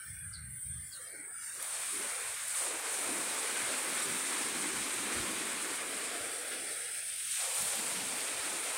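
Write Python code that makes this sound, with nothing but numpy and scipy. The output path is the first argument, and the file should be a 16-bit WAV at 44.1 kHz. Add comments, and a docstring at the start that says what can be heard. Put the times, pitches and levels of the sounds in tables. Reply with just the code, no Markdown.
"""Faint surf first, warbling in the phone's noise suppression; wind buffets, a small bird calls twice.
Then the sea swells twice: breakers roar and thud with trapped bubbles, the wash runs up and foam fizzes.
A few sand grains tick. Heard in mono on a wide sandy beach, from a phone carried some way from the water;
the sand's reflection cuts moving hollows into the surf."""
import sys
import numpy as np
from scipy import signal
from scipy.fft import rfft, irfft, next_fast_len
from scipy.io import wavfile
from scipy.ndimage import uniform_filter1d

SR = 44100
rng = np.random.default_rng(int(sys.argv[2]) if len(sys.argv) > 2 else 0)


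def log_audio(samples):
    """Write samples as a 16-bit WAV file to the path given in sys.argv[1]."""
    # one column per channel
    frames = np.atleast_2d(samples).T
    # limit to full scale, then quantise
    limited = np.clip(frames, -1, 1)
    pcm = np.round(limited * 32767).astype(np.int16)
    wavfile.write(sys.argv[1], SR, pcm)


N = 386757
FRAME, HOP = 1024, 256
FRAME_S = np.arange(-(-N // HOP) + 1) * HOP / SR
BIN_HZ = np.maximum(np.arange(FRAME // 2 + 1) * SR / FRAME, 1)[:, None]


def surf():
    """The sea from up the beach; in a lull, noise suppression narrows parts to their strongest bands."""
    hisses, fresh = surges()
    spray_gain, lull = spray(hisses, fresh)
    parts = [*breakers(lull), *low_thumps(), wash(lull), spray_gain, foam(hisses, lull)]
    gain = np.sqrt(sum(part ** 2 for part in parts))
    gain = gain * sand_reflection() * suppressor_warble(lull) * splashes()
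    spectrum = signal.stft(bubbles(), nperseg=FRAME, noverlap=FRAME - HOP)[2]
    return signal.istft(spectrum * gain, nperseg=FRAME, noverlap=FRAME - HOP)[1][:N]


def bubbles(pop_share=0.16, spread_db=3.0, pops_per_s=2500):
    """Countless bursting bubbles: a smooth rush with slightly louder pops in it."""
    size = np.minimum(rng.exponential(size=N), 3.5)
    pops = rng.standard_normal(N) * undb(spread_db * size) * (rng.random(N) < pops_per_s / SR)
    rush = rng.standard_normal(N) + pop_share * pops / pops.std()
    return rush / rush.std()


CLOUD_HZ = 304.5
# A cloud of bubbles centred on CLOUD_HZ, out in the break: frequency_hz, relative_db
THUD_SPECTRUM = [(90, -37), (160, -17.5), (230, 1.5), (300, 0.5), (390, 3), (480, -24), (650, -43)]
# White water, some way off: frequency_hz, relative_db
ROAR_SPECTRUM = [(220, -49), (340, -13), (450, 6), (570, 4), (850, 4.5), (1100, 2), (1350, -3.5),
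                 (2000, -42)]
# Waves breaking off the beach: arrival_s, hold_s, fade_s, roar_relative_db, thud_relative_db
BREAKERS = [(1.0, 0.28, .17, -67.5, -82), (1.45, .12, .1, -70.5, -88), (1.66, 0.079, 0.23, -56, -75),
            (2.014, .27, .13, -54.5, -73), (2.464, .06, .1, -59, -79), (2.607, 3.637, 0.94, -49, -51.5),
            (7.462, 1.4, 0.86, -50.5, -56)]


def breakers(lull, rise_s=0.12, deepen_s=0.11, thud_lag_s=0.55, thud_rise_s=0.46, thud_leaves_s=0.36):
    """A wave's roar deepens as its bubbles grow; in a long wave the thud builds later and dies sooner."""
    roars, thuds, lifts = [], [], []
    for s, hold_s, fade_s, roar_db, thud_db in BREAKERS:
        sag_db = 0.17 * np.maximum(FRAME_S - s, 0)
        roars.append(undb(roar_db - sag_db) * swell(s, rise_s, hold_s, fade_s))
        lifts.append(0.63 * np.exp(-np.maximum(FRAME_S - s + rise_s, 0) / deepen_s))
        thud_s = s + min(thud_lag_s, hold_s)
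        body_s = max(hold_s - thud_lag_s - thud_leaves_s, 0)
        thuds.append(undb(thud_db - sag_db) * swell(thud_s, thud_rise_s, body_s, fade_s))
    lift_octaves = np.average(lifts, axis=0, weights=np.square(roars) + 1e-12)
    roar = colour(ROAR_SPECTRUM, BIN_HZ / 2 ** lift_octaves, contrast=1 + 2.8 * lull)
    # bigger clouds are louder and ring lower: an octave per 34 dB
    cloud_db = together(thuds)
    ring_hz = np.minimum(CLOUD_HZ * 2 ** ((-49.5 - cloud_db) / 34), 417)
    thud = colour(THUD_SPECTRUM, BIN_HZ * CLOUD_HZ / ring_hz, contrast=1 + 0.67 * lull)
    return thud * undb(cloud_db), roar * undb(together(roars) + 2.5)


# Falling crests, and one gust on the microphone near 7.6 s: peak_s, rise_and_fade_s, level_db, pitch_hz
LOW_THUMPS = [(1.217, 0.1, -55, 421), (1.59, 0.056, -58, 396), (1.996, 0.13, -53, 330),
              (2.723, 0.15, -51.5, 416), (3.174, 0.15, -47.5, 270), (3.65, 0.051, -53, 234),
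              (3.93, 0.066, -48, 276), (4.12, 0.073, -44.5, 222), (4.6, 0.23, -46.5, 272),
              (4.773, .09, -48, 230), (5.253, 0.63, -49, 273), (6.45, .08, -62, 370),
              (6.644, 0.17, -55.5, 340), (7.638, 0.054, -51, 175), (7.818, 0.11, -50, 250),
              (8.01, 0.2, -52.5, 215), (8.53, 0.13, -52.5, 283)]


def low_thumps():
    """Low thumps: falling crests that each trap a big cloud of bubbles, and one gust on the microphone."""
    return [colour(THUD_SPECTRUM, BIN_HZ * CLOUD_HZ / hz) * swell(s, fade_s, 0, fade_s) * undb(db)
            for s, fade_s, db, hz in LOW_THUMPS]


# Wash at the water's edge: frequency_hz, relative_db
WASH_SPECTRUM = [(800, -26), (1050, -3.5), (1300, -1), (1560, 0.5), (1850, -1), (2200, -0.5), (2450, -1.5),
                 (2750, -10), (3600, -23)]
# Its rise and fall from up the beach: time_s, relative_db
WASH_LEVELS = [(0, -53), (.2, -57), (.45, -61), (.9, -58), (1.1, -53), (1.35, -54), (1.55, -50.5),
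               (2.07, -43.5), (2.3, -45.5), (3.9, -40.5), (4.3, -42.5), (5.45, -42), (6.95, -47.5),
               (7.15, -56), (7.5, -47.5), (8.77, -43)]


def wash(lull):
    """Water runs up the sand; in a lull the phone's noise suppression leaves only its strongest bands."""
    level_db = curves(WASH_LEVELS)[0] - 2.1
    return colour(WASH_SPECTRUM, contrast=1 + 4.4 * lull) * undb(level_db)


# Spray above the breakers: frequency_hz, relative_db
SPRAY_SPECTRUM = [(800, -52), (1200, -7.5), (2400, 0.5), (2800, -0.5), (3700, 0.5), (4400, -1.05),
                  (5800, -2), (7000, 1), (8000, 5.5), (10500, -1), (12500, -9.5), (13200, -8), (16000, -21)]
# Its rise and fall from up the beach: time_s, relative_db
SPRAY_LEVELS = [(0, -68), (.52, -79), (1.04, -62.5), (1.3, -83), (1.45, -59), (1.7, -51), (2.35, -51),
                (3.6, -47.5), (5.45, -48.5), (6.6, -52.5), (7.13, -52.5), (7.35, -46.5), (7.6, -45.5),
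                (8.1, -48), (8.77, -48.5)]


def spray(hisses, fresh):
    """Thrown spray sounds brighter when faint or fresh; a lull (0-1) sets in as it dies down."""
    level_db = together([undb(curves(SPRAY_LEVELS)[0]), undb(-15.5) * sum(hisses)])
    lull = np.clip((-50.5 - uniform_filter1d(level_db, size=30)) / 17, 0, 1)
    db_per_octave = -2 + 6 * lull + 3 * fresh
    tilt_db = db_per_octave * np.log2(np.clip(BIN_HZ, 2500, 9000) / 6000)
    return colour(SPRAY_SPECTRUM) * undb(level_db + tilt_db + 8.5), lull


# Foam along the waterline: frequency_hz, relative_db
FOAM_SPECTRUM = [(5500, -72), (7300, -25), (7900, 2.5), (8600, 9.5), (9300, 7), (9950, 4.5), (10350, -9.5),
                 (12500, -13.5), (13200, -35), (14100, -28), (14900, -9.5), (16000, -14)]
# Its rise and fall from up the beach: time_s, relative_db
FOAM_LEVELS = [(0, -46), (.2, -44), (.37, -49.5), (.63, -43), (1.05, -48), (1.4, -47), (1.95, -38.5),
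               (2.3, -42.5), (2.85, -43), (3.1, -39), (4.8, -40.5), (6.1, -43), (7.0, -39.5), (8.1, -40.5),
               (8.77, -41)]


def foam(hisses, lull):
    """Foam fizzes on the sand, with the surges of hiss on top."""
    level_db = together([undb(curves(FOAM_LEVELS)[0]), *hisses]) - .6
    return colour(FOAM_SPECTRUM, contrast=1 + 0.025 * lull) * undb(level_db)


# Sudden hiss from the shoreline: arrival_s, hold_s, relative_db
HISS_SURGES = [(1.63, .03, -43), (2.496, 0.035, -40.5), (2.58, .02, -37.5), (2.93, 0.04, -40),
               (7.57, 0.069, -37)]


def surges(rise_s=.05, fade_s=0.15, fresh_s=0.36):
    """The gain of each surge of hiss, and how fresh (0-1) the spray is around them."""
    hisses = [undb(db) * swell(s, rise_s, hold_s, fade_s) for s, hold_s, db in HISS_SURGES]
    fresh = np.max([np.exp(-np.abs(FRAME_S - s) / fresh_s) for s, _, _ in HISS_SURGES], axis=0)
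    return hisses, fresh


# The main hollow along the walk over the sand: time_s, centre_hz, nominal_depth_db
HOLLOW_PATH = [(0, 1030, 25), (1.05, 890, 14), (1.5, 770, 0.5), (3.8, 740, 2), (4.5, 700, 4.5),
               (5.2, 720, 3.5), (5.7, 835, 3.5), (6.35, 980, 13.5), (7.0, 1060, 22), (7.45, 1100, 1)]
# That hollow and two fainter ones at the microphone: centre_multiple, width_hz, depth_share
HOLLOW_SHAPES = [(1, 125, 0.89), (4.1, 170, 0.093), (6.7, 380, 0.27)]


def sand_reflection():
    """Direct and sand-reflected sound cancel in bands that move as the phone is carried along."""
    centre_hz, depth_db = curves(HOLLOW_PATH)
    hollows = sum(share * np.exp(-.5 * ((BIN_HZ - multiple * centre_hz) / width_hz) ** 2)
                  for multiple, width_hz, share in HOLLOW_SHAPES)
    return undb(-depth_db * hollows)


# Warble of the phone's noise suppression, by band: frequency_hz, nominal_swing_db
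WARBLE_BANDS = [(500, 8), (1500, 4), (2300, 4.5), (2900, 13.5), (7200, 8.5), (8500, 3.5), (10500, 4),
                (15000, 9)]


def suppressor_warble(lull):
    """The phone's noise suppression makes faint surf warble in patches, at about the same mean power."""
    swing_db = (0.11 + 2.24 * lull) * np.interp(BIN_HZ, *np.transpose(WARBLE_BANDS))
    warble = undb(swing_db * np.tanh(patches(width_hz=38, life_s=0.044)))
    return warble / np.sqrt(np.cosh(np.log(undb(swing_db))))


def splashes():
    """Splashes flicker over wide bands; low down, single clouds of bubbles throb."""
    splash_db = 0.78 * patches(width_hz=1300, life_s=0.007) + .5 * patches(width_hz=3100, life_s=0.03)
    throb_db = 2.14 * patches(width_hz=31, life_s=0.022) / (1 + (BIN_HZ / 1100) ** 2)
    return undb(splash_db + throb_db)


# Rumble right at the microphone: frequency_hz, relative_db
EDDY_SPECTRUM = [(20, -31), (42, -12), (65, 1.5), (90, 3.5), (120, 4.5), (165, -5), (230, -20), (330, -40),
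                 (600, -58)]
# Gusts striking the microphone: peak_s, fade_s, level_db
MICROPHONE_GUSTS = [(.1, 0.17, -51.5), (.25, .18, -50), (.4, .15, -48.5), (.49, .15, -50.5),
                    (.69, 0.18, -48), (.76, 0.16, -51), (2.28, .1, -67), (3.1, .08, -64), (3.64, .1, -63),
                    (4.11, .12, -67), (4.77, 0.11, -58), (4.98, .12, -61.5), (5.19, 0.078, -48),
                    (5.33, 0.11, -63), (5.689, 0.1, -68), (6.22, .07, -61), (7.63, .13, -61),
                    (8.05, 0.092, -67), (8.36, 0.1, -63)]


def wind(rise_s=0.058, breeze_db=-74, wander_db=1.5):
    """Eddies at the microphone port: a low rumble from a wandering breeze and short gusts."""
    eddies = noise(EDDY_SPECTRUM)
    eddies /= np.sqrt(uniform_filter1d(eddies ** 2, size=3000))
    breeze = undb(breeze_db + wander_db * patches(width_hz=100, life_s=0.015)[0])
    gusts = [undb(db) * swell(s, rise_s, 0, fade_s) for s, fade_s, db in MICROPHONE_GUSTS]
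    return eddies * undb(np.interp(np.arange(N) / SR, FRAME_S, together([breeze, *gusts])))


# A small bird over the dunes: start_s, start_pitch_hz, end_pitch_hz, level_db
BIRD_CALLS = [(0.324, 5080, 4200, -45), (.915, 5240, 3900, -46)]


def bird(fall_s=.022, rise_s=0.014, fade_s=0.033, rasp_hz=220):
    """Short raspy chirps that drop in pitch and fade."""
    out = np.zeros(N)
    t = np.arange(SR // 4) / SR
    lowpass = signal.butter(2, rasp_hz, fs=SR)
    envelope = (1 - np.exp(-(t / rise_s) ** 2)) * np.exp(-t / fade_s)
    for s, start_hz, end_hz, db in BIRD_CALLS:
        pitch_hz = end_hz + (start_hz - end_hz) * np.exp(-t / fall_s)
        rasp = signal.lfilter(*lowpass, rng.standard_normal(len(t)) + 1j * rng.standard_normal(len(t)))
        call = np.real(rasp / rasp.std() * np.exp(2j * np.pi * np.cumsum(pitch_hz) / SR))
        add(out, s, undb(db) * call * envelope / envelope.max())
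    return out


# Sand grains, heard at the phone: start_s, level_db
GRAIN_TICKS = [(1.626, -32), (2.482, -35), (7.62, -29), (7.755, -35)]


def sand(decay_s=.004):
    """Brief bright ticks of grit."""
    envelope = np.zeros(N)
    for s, db in GRAIN_TICKS:
        add(envelope, s, undb(db) * np.exp(-np.arange(SR // 20) / SR / decay_s))
    return envelope * noise([(2000, -18), (6000, -13), (8800, 1), (11000, -1), (16000, -17)])


# The quiet of the open beach: frequency_hz, relative_db
BACKGROUND_SPECTRUM = [(20, -41), (100, 2.5), (250, 2.5), (450, -5), (1000, -5), (4000, -8.5), (16000, -27)]


def background(level_db=-71.5):
    """A faint, steady hush under everything."""
    return undb(level_db) * noise(BACKGROUND_SPECTRUM)


def undb(db):
    """Decibels to gain."""
    return 10 ** (np.asarray(db) / 20)


def together(gains):
    """Level in dB of unrelated sounds heard at once."""
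    return 10 * np.log10(sum(g ** 2 for g in gains) + 1e-12)


def curves(table):
    """The columns of a table, joined by straight lines in time."""
    s, *columns = np.transpose(table)
    return [np.interp(FRAME_S, s, column) for column in columns]


def swell(s, rise_s, hold_s, fade_s):
    """A gain that rises to 1 at time s, holds and fades; rise and fade each span 20 dB."""
    early = np.maximum(s - FRAME_S, 0) / rise_s
    late = np.maximum(FRAME_S - s - hold_s, 0) / fade_s
    return undb(-20 * (early ** 2 + late ** 2))


def colour(points, hz=BIN_HZ, contrast=1):
    """Gain at each frequency, keeping white noise at unit power; contrast deepens the valleys."""
    point_hz, db = np.transpose(points)
    rolloff_db = 80 * np.maximum(np.log2(hz / point_hz[-1]), 0)
    gain = undb(contrast * np.interp(np.log(hz), np.log(point_hz), db) - rolloff_db)
    return gain / np.sqrt(np.mean(gain ** 2, axis=0))


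def noise(points):
    """Steady noise of a given colour, rms 1."""
    size = next_fast_len(N)
    hz = np.maximum(np.arange(size // 2 + 1) * SR / size, 1)
    return irfft(rfft(rng.standard_normal(size)) * colour(points, hz), size)[:N]


def blur(field, width, axis):
    """Gaussian smoothing along one axis, width in cells."""
    size = field.shape[axis]
    window = np.exp(-2 * (np.pi * width * np.arange(size // 2 + 1) / size) ** 2)
    return irfft(rfft(field, axis=axis) * np.expand_dims(window, 1 - axis), size, axis=axis)


def patches(width_hz, life_s):
    """Random swells of a given bandwidth and lifetime, spread 1."""
    field = rng.standard_normal((FRAME // 2 + 28, next_fast_len(len(FRAME_S))))
    field = blur(field, width_hz * FRAME / SR, axis=0)
    field = blur(field, life_s * SR / HOP, axis=1)
    return field[:len(BIN_HZ), :len(FRAME_S)] / field.std()


def add(out, s, sound):
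    """Mix a short sound in at time s."""
    start = int(s * SR)
    out[start:start + len(sound)] += sound[:N - start]


def scene():
    """Sea, wind and small sounds at one microphone, the same in both channels."""
    mono = surf() + wind() + bird() + sand() + background()
    return np.array([mono, mono])


def record(dry):
    """The phone cuts steeply above 15.8 kHz."""
    return signal.sosfilt(signal.ellip(12, .2, 80, 15800, fs=SR, output="sos"), dry)


dry = scene()
out = record(dry)
log_audio(out)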